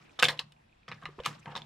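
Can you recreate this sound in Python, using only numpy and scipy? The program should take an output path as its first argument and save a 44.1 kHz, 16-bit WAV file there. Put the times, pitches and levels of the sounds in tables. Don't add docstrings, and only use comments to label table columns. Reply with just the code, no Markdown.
import sys
import numpy as np
from scipy import signal
from scipy.io import wavfile

SR = 44100
rng = np.random.default_rng(int(sys.argv[2]) if len(sys.argv) > 2 else 0)


def level_to_linear(level):
    exponent = np.asarray(level, float) / 20
    return 10 ** exponent


def transcribe(u):
    v = np.clip(np.atleast_2d(u).T, -1, 1)
    q = np.round(v * 32767).astype(np.int16)
    wavfile.write(sys.argv[1], SR, q)


N = 72765
TOY_CUT_HZ = 220


def rms_one(x):
    return x / np.sqrt(np.mean(x ** 2) + 1e-20)


def at_hz(points, hz):
    pitches, values = np.transpose(points)
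    return np.interp(np.log(hz), np.log(pitches), values)


def ring(clicks, hz, t60):
    shrink = level_to_linear(-60 / (max(t60, .003) * SR))
    turn = 2 * np.pi * hz / SR
    return signal.lfilter([0, np.sin(turn)], [1, -2 * shrink * np.cos(turn), shrink ** 2], clicks + 1e-18)


def cut(x, hz, kind, order=2):
    return signal.sosfilt(signal.butter(order, hz, kind, fs=SR, output="sos"), x)


def drift(rate):
    r = np.exp(-2 * np.pi * rate / SR)
    wander = signal.lfilter([1], [1, -2 * r, r * r], rng.standard_normal(2 * N))
    return rms_one(wander[N:])


def banded_noise(spectrum, likeness, patchy_db, rate):
    out = 0
    borders = 22 * 2 ** np.arange(0, 9.6, .5)
    white = rng.standard_normal((2, 2, N))
    for k, (low, high) in enumerate(zip(borders, borders[1:])):
        mid, side = cut(white[k % 2], [low, high], "band")
        hz = np.sqrt(low * high)
        alike = np.clip(at_hz(likeness, hz), -1, 1)
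        stereo = np.sqrt(1 + alike) * mid + np.sqrt(1 - alike) * side * [[1], [-1]]
        out = out + level_to_linear(at_hz(spectrum, hz) + patchy_db * drift(rate)) * stereo
    return rms_one(out)


def struck(rows, modes):
    clicks = np.zeros(N)
    for s, db in rows:
        clicks[int(s * SR)] = level_to_linear(db)
    return sum(level_to_linear(db) * ring(clicks, hz, t60) for hz, db, t60 in modes)


def echo(x, t60, channels):
    t = np.arange(SR // 2) / SR
    tail = rng.standard_normal((channels, len(t))) * level_to_linear(-60 * t / t60)
    tail /= np.sqrt(np.sum(tail ** 2, axis=1, keepdims=True))
    return signal.fftconvolve(x[None], tail, axes=1)[:, :N]


def room_air():
    # (pitch [Hz], level [dB per Hz])
    air_colour = [(15, -32), (25, 0), (149, 0.5), (335, -10.5), (936, -7.5), (1020, -14.5), (2480, -16),
                  (9070, -34.5), (16000, -54)]
    # (pitch [Hz], likeness [-1 to 1])
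    air_likeness = [(60, 1), (200, 0.95), (700, -0.77), (4000, 0.46), (15000, -.6)]
    return level_to_linear(-65) * banded_noise(air_colour, air_likeness, patchy_db=2.0, rate=5.8)


def whine():
    # (pitch [Hz], level [dB rms])
    tones = [(2536, -91), (2713, -87), (2918, -97), (3343, -91)]
    width_hz = 12
    return sum(level_to_linear(db) * rms_one(ring(rng.standard_normal(N), hz, 2.2 / width_hz)) for hz, db in tones)


def clock():
    # (time [s], peak level [dB])
    ticks = [(0.0538, -54), (0.0942, -50), (0.5294, -61.5), (0.5644, -61), (0.6943, -61.5), (0.7267, -55),
             (0.8315, -56), (0.8644, -61), (0.9951, -72.5), (1.2156, -57.5), (1.4282, -51.5)]
    hz = 2479
    return cut(struck(ticks, [(hz, 1.5, 0.015)]), [0.87 * hz, 1.25 * hz], "band")


def desk_hum():
    # (time [s], peak level [dB])
    pushes = [(.002, -58.5), (.19, -65), (.235, -37.5), (.295, -50.5), (.43, -53), (.885, -47.5),
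              (.93, -49), (1.03, -49), (1.07, -53), (1.185, -56), (1.268, -41.5), (1.36, -51), (1.465, -43),
              (1.55, -47), (1.61, -51.5)]
    # (pitch [Hz], level [dB], ring time t60 [s])
    desk_modes = [(147.6, 1.5, 0.35), (173.5, -1, 0.16), (114, -4.5, 0.36), (213.5, 2, 0.24),
                  (285, -5.5, 0.057), (341.4, -16, .06)]
    push_s, push_hz = 0.015, 152
    t = np.arange(int(push_s * SR)) / SR
    push = np.sin(np.pi * t / push_s) * np.cos(2 * np.pi * push_hz * t)
    hum = np.convolve(struck(pushes, desk_modes), push / np.abs(push).sum())[:N]
    return level_to_linear(2.5) * cut(hum, 110.7, "high", order=4)


def palm_bumps():
    # (time [s], peak level [dB])
    bumps = [
        (.224, -47),
        (.305, -51),
        (1.07, -51),
        (1.192, -42.5),
        (1.47, -71),
    ]
    hz, t60_s = 62, .08
    return cut(struck(bumps, [(hz, 0, t60_s)]), 2 * hz, "low")


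def rubbing():
    # (time [s], level [dB])
    pressure = [(0, -60.5), (.1, -62), (.17, -63), (0.377, -60.5), (0.461, -69), (.6, -80.5),
                (0.862, -75.5), (0.949, -59.5), (1.0, -63.5), (1.04, -61.5), (1.14, -64.5), (1.23, -59),
                (1.256, -52.5), (1.338, -53.5), (1.422, -62), (1.5, -57.5), (1.589, -57), (1.65, -58)]
    # (pitch [Hz], level [dB per Hz])
    rub_colour = [(180, -27), (300, 1), (444, -8), (1060, -3.5), (1520, -8), (2520, -9), (6510, -25),
                  (15000, -43)]
    # (pitch [Hz], likeness [-1 to 1])
    rub_likeness = [(300, 0.061), (2000, 0.48), (6000, 0.32), (15000, -.4)]
    loudness = level_to_linear(np.interp(np.arange(N) / SR, *np.transpose(pressure)))
    return loudness * banded_noise(rub_colour, rub_likeness, patchy_db=4.5, rate=34)


def squeaks():
    # (time [s], peak level [dB], first pitch [Hz], last pitch [Hz], length [s])
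    chirps = [
        (0.39, -22, 2700, 2910, 0.0035),
        (.3912, -22, 3460, 4410, 0.0031),
        (1.6175, -42.5, 3240, 3620, 0.0041),
        (1.196, -33.5, 429, 565, .011),
    ]
    out = np.zeros(N)
    for s, db, from_hz, to_hz, length in chirps:
        share = np.arange(int(length * SR)) / (length * SR)
        turns = np.cumsum(from_hz + (to_hz - from_hz) * share) / SR
        swell = np.sin(np.pi * share ** 1.7)
        start = int(s * SR)
        out[start:start + len(share)] += level_to_linear(db) * swell * np.sin(2 * np.pi * turns)
    return out


def snaps():
    # (time [s], peak level [dB], pitch [Hz], ring time t60 [s])
    snap_rows = [(.2262, -11.5, 1535, 0.0083), (.2317, -7, 1608, 0.017), (.2318, -7.5, 2640, 0.02),
                 (.2385, -19, 2550, .008), (.2413, -19, 2810, 0.0029), (.2455, -23, 2720, .01),
                 (.2488, -19, 3200, .006), (.2536, -12.5, 3500, .005), (.2875, -20.5, 3900, 0.0044),
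                 (.2916, -22, 2100, .006), (.3965, -21.5, 4800, 0.0027), (1.262, -24, 1120, .01),
                 (1.2695, -27.5, 1180, 0.017), (1.5538, -28, 3600, 0.0055), (1.5628, -26, 3600, 0.0047),
                 (1.5698, -30, 5640, 0.0034), (1.5705, -34, 3520, 0.0055), (1.577, -29, 3450, 0.0054),
                 (1.5205, -51, 800, .02), (1.5268, -42.5, 800, 0.045), (.2327, -29, 1880, 0.015),
                 (.2848, -22, 3670, 0.003), (.3, -22.5, 1960, .008), (1.2625, -19, 2380, .006),
                 (1.2695, -36, 2400, 0.0048), (1.279, -34, 2200, 0.0055), (1.2368, -44.5, 3000, 0.0054),
                 (1.532, -43, 725, .02), (0.3937, -31, 1750, 0.011), (.403, -35, 1800, 0.012),
                 (.9162, -29, 1920, 0.0081), (0.9224, -27.5, 1850, 0.011), (1.0553, -29, 2044, 0.019),
                 (1.197, -39, 1060, .018), (1.6192, -31, 3500, 0.0036), (1.4576, -38, 947, 0.026),
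                 (1.459, -42, 2970, 0.0074), (.228, -23.5, 630, .05), (1.2605, -30, 4820, .003),
                 (0.204, -32, 1230, 0.018)]
    out = np.zeros(N)
    for s, db, hz, t60 in snap_rows:
        out += cut(struck([(s, db)], [(hz, 0, t60)]), [hz / 2.3, min(2 * hz, SR / 3)], "band")
    return out


def contacts(rows, strike=1, rise=1e-5):
    # (pitch [Hz], level [dB], ring time t60 [s])
    shell = [(552, -12.5, 0.1), (652, -17, 0.034), (800, -6, 0.01), (950, -5, 0.011), (1200, -3, 0.018),
             (1533, -6, 0.029), (1718, -4, 0.047), (2063, -3.5, 0.023), (2543, -0.5, 0.013),
             (2998, -2.5, 0.024), (3600, -3, 0.02), (4570, -7, 0.021), (5280, -6, 0.012), (6450, -15, .01)]
    own_db, own_cycles = 7.5, 13.8
    fall_above_db, fall_below_db = 3.5, 7.5
    held_share = 0.65
    out = np.zeros(N + SR)
    t = np.arange(SR // 8) / SR
    draws = rng.random((len(rows), 3, len(t)))
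    spread = rng.standard_normal((len(rows), 2, len(shell)))
    for (s, db, hz, crack_db, decay), (when, size, sign), (own, detune) in zip(rows, draws, spread):
        sizes = level_to_linear(-16 - 0.85 * np.log(size + .01)) * np.sign(sign - .5)
        moments = (when < 4000 / SR) * np.exp(-t / max(decay, .001)) * (1 - np.exp(-(t / rise) ** 2))
        blow = strike * (t == 0)
        rattle = moments * sizes
        body = level_to_linear(own_db) * ring(rattle + blow, hz, own_cycles / hz)
        for k, (mode_hz, mode_db, t60) in enumerate(shell):
            mode_hz = mode_hz * (1 + 0.041 * detune[k])
            octaves = np.log2(mode_hz / hz)
            near_db = mode_db - max(fall_above_db * octaves, -fall_below_db * octaves) - 1.6 * own[k]
            mode_rattle = moments * np.roll(sizes, k + 1)
            mode = ring(blow, mode_hz, t60) + ring(mode_rattle, mode_hz, held_share * t60)
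            body += (-1) ** k * level_to_linear(near_db) * mode
        body = cut(body, min(2.5 * hz, SR / 3), "low", order=3)
        crack = cut(cut(rattle + 0.66 * blow, 3890, "high"), 5050, "low")
        start = int(s * SR)
        out[start:start + len(t)] += level_to_linear(db - 9) * (body + level_to_linear(crack_db + 37) * crack)
    return out[:N]


def slips():
    # (time [s], level [dB], loudest pitch [Hz], crack level [dB], rattle decay [s])
    slip_rows = [(.188, -20.5, 1180, -25, 0.015), (.19, -9.5, 3600, -59, 0.0065),
                 (.238, -9.5, 2400, -11.5, 0.013), (0.52, -30, 3060, -11, 0.0018),
                 (1.022, -32, 1080, -33, 0.017), (1.243, -29, 2540, -28, 0.02),
                 (1.515, -30.5, 835, -33, 0.013), (1.2, -27.5, 3100, -23, 0.0035),
                 (.289, -24, 1000, -36, 0.027), (1.574, -21.5, 4540, -33, 0.0057),
                 (1.51, -37.5, 3140, -34, 0.013), (0.22, -18.5, 3600, -22, .006),
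                 (1.264, -34, 3830, -6.5, 0.026)]
    return contacts(slip_rows, strike=0, rise=0.0014)


def cover_knocks():
    # (time [s], peak level [dB], loudest pitch [Hz], crack level [dB], rattle decay [s])
    pull = [(.198, -20, 3150, -9, 0.0017), (.2256, -12.5, 1530, -13.5, 0.0012),
            (.226, -8, 2830, -13, 0.015), (.227, -22.5, 613, -31, 0.045), (.2315, -11, 2820, -14, 0.0025),
            (.241, -22, 2800, -22, 0.033), (.248, -18, 2537, -18.5, .004),
            (.253, -18.5, 3460, -24.5, 0.016), (.2845, -13.5, 2010, -15, 0.0031),
            (.2875, -14, 4110, -13.5, 0.016), (.292, -20, 1876, -22.5, 0.017),
            (.375, -43.5, 3550, -14, 0.012), (.394, -31.5, 2697, -12.5, 0.0068),
            (.3935, -30, 4220, -7.5, 0.0048), (.397, -33.5, 1060, -19.5, 0.017)]
    seat = [(.8805, -34.5, 2220, -26, 0.0081), (.882, -34.5, 1200, -35, 0.031),
            (.887, -36.5, 4910, -29.5, 0.0066), (.9158, -27, 1856, -31.5, 0.00082),
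            (.922, -28, 1830, -36, 0.01), (1.017, -47, 1860, -35, 0.0054), (1.035, -46, 3400, -14, 0.0028),
            (1.055, -26, 2060, -27.5, 0.0075), (1.06, -36, 1200, -41, 0.024),
            (1.089, -38.5, 395, -28, 0.00081), (1.184, -32, 400, -39.5, 0.0023),
            (1.189, -34.5, 1050, -39, 0.0092), (1.1972, -40, 520, -46.5, 0.0037),
            (1.199, -44, 1050, -50, 0.001)]
    press = [(1.236, -35.5, 2980, -23, 0.0055), (1.251, -30, 2987, -16.5, 0.018),
             (1.258, -20, 2890, -34, 0.014), (1.261, -21, 1210, -4.5, 0.0023),
             (1.268, -29, 1076, -14, 0.028), (1.329, -43, 2560, -12, 0.0026),
             (1.458, -31.5, 950, -43, 0.019), (1.458, -37.5, 2850, -27, 0.002),
             (1.478, -31.5, 904, -35, 0.022), (1.5525, -27, 1134, -44, 0.011),
             (1.553, -34, 3600, -27, 0.027), (1.562, -26.5, 3420, -26, 0.0022),
             (1.563, -28.5, 920, -21, 0.019), (1.57, -33, 4250, -18, 0.0026)]
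    return contacts(pull) + contacts(seat) + contacts(press)


def scene():
    toy = cut(cover_knocks() + slips() + squeaks() + snaps(), TOY_CUT_HZ, "high")
    toy = toy + level_to_linear(-8) * echo(toy, 0.092, channels=1)[0]
    desk = desk_hum() + palm_bumps()
    near = toy + clock()
    scatter = echo(near, 0.027, channels=1)[0] * drift(60)
    side = level_to_linear(-2) * cut(scatter + 0.3 * near, 4100, "high", order=4) + level_to_linear(-18.5) * scatter
    tail = level_to_linear(-23.5) * cut(echo(near, 0.3, channels=2), [2 * TOY_CUT_HZ, 6100], "band", order=1)
    direct = (near + desk + side * [[1], [-1]]) * level_to_linear([[0.12], [-0.12]])
    return direct + tail + rubbing() + room_air() + whine()


def band_limit(x):
    return signal.sosfilt(signal.butter(12, 16620, fs=SR, output="sos"), x)


def record(dry):
    mix = signal.sosfilt(signal.ellip(10, .5, 60, 15900, fs=SR, output="sos"), dry)
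    return band_limit(mix)


dry = scene()
out = record(dry)
transcribe(out)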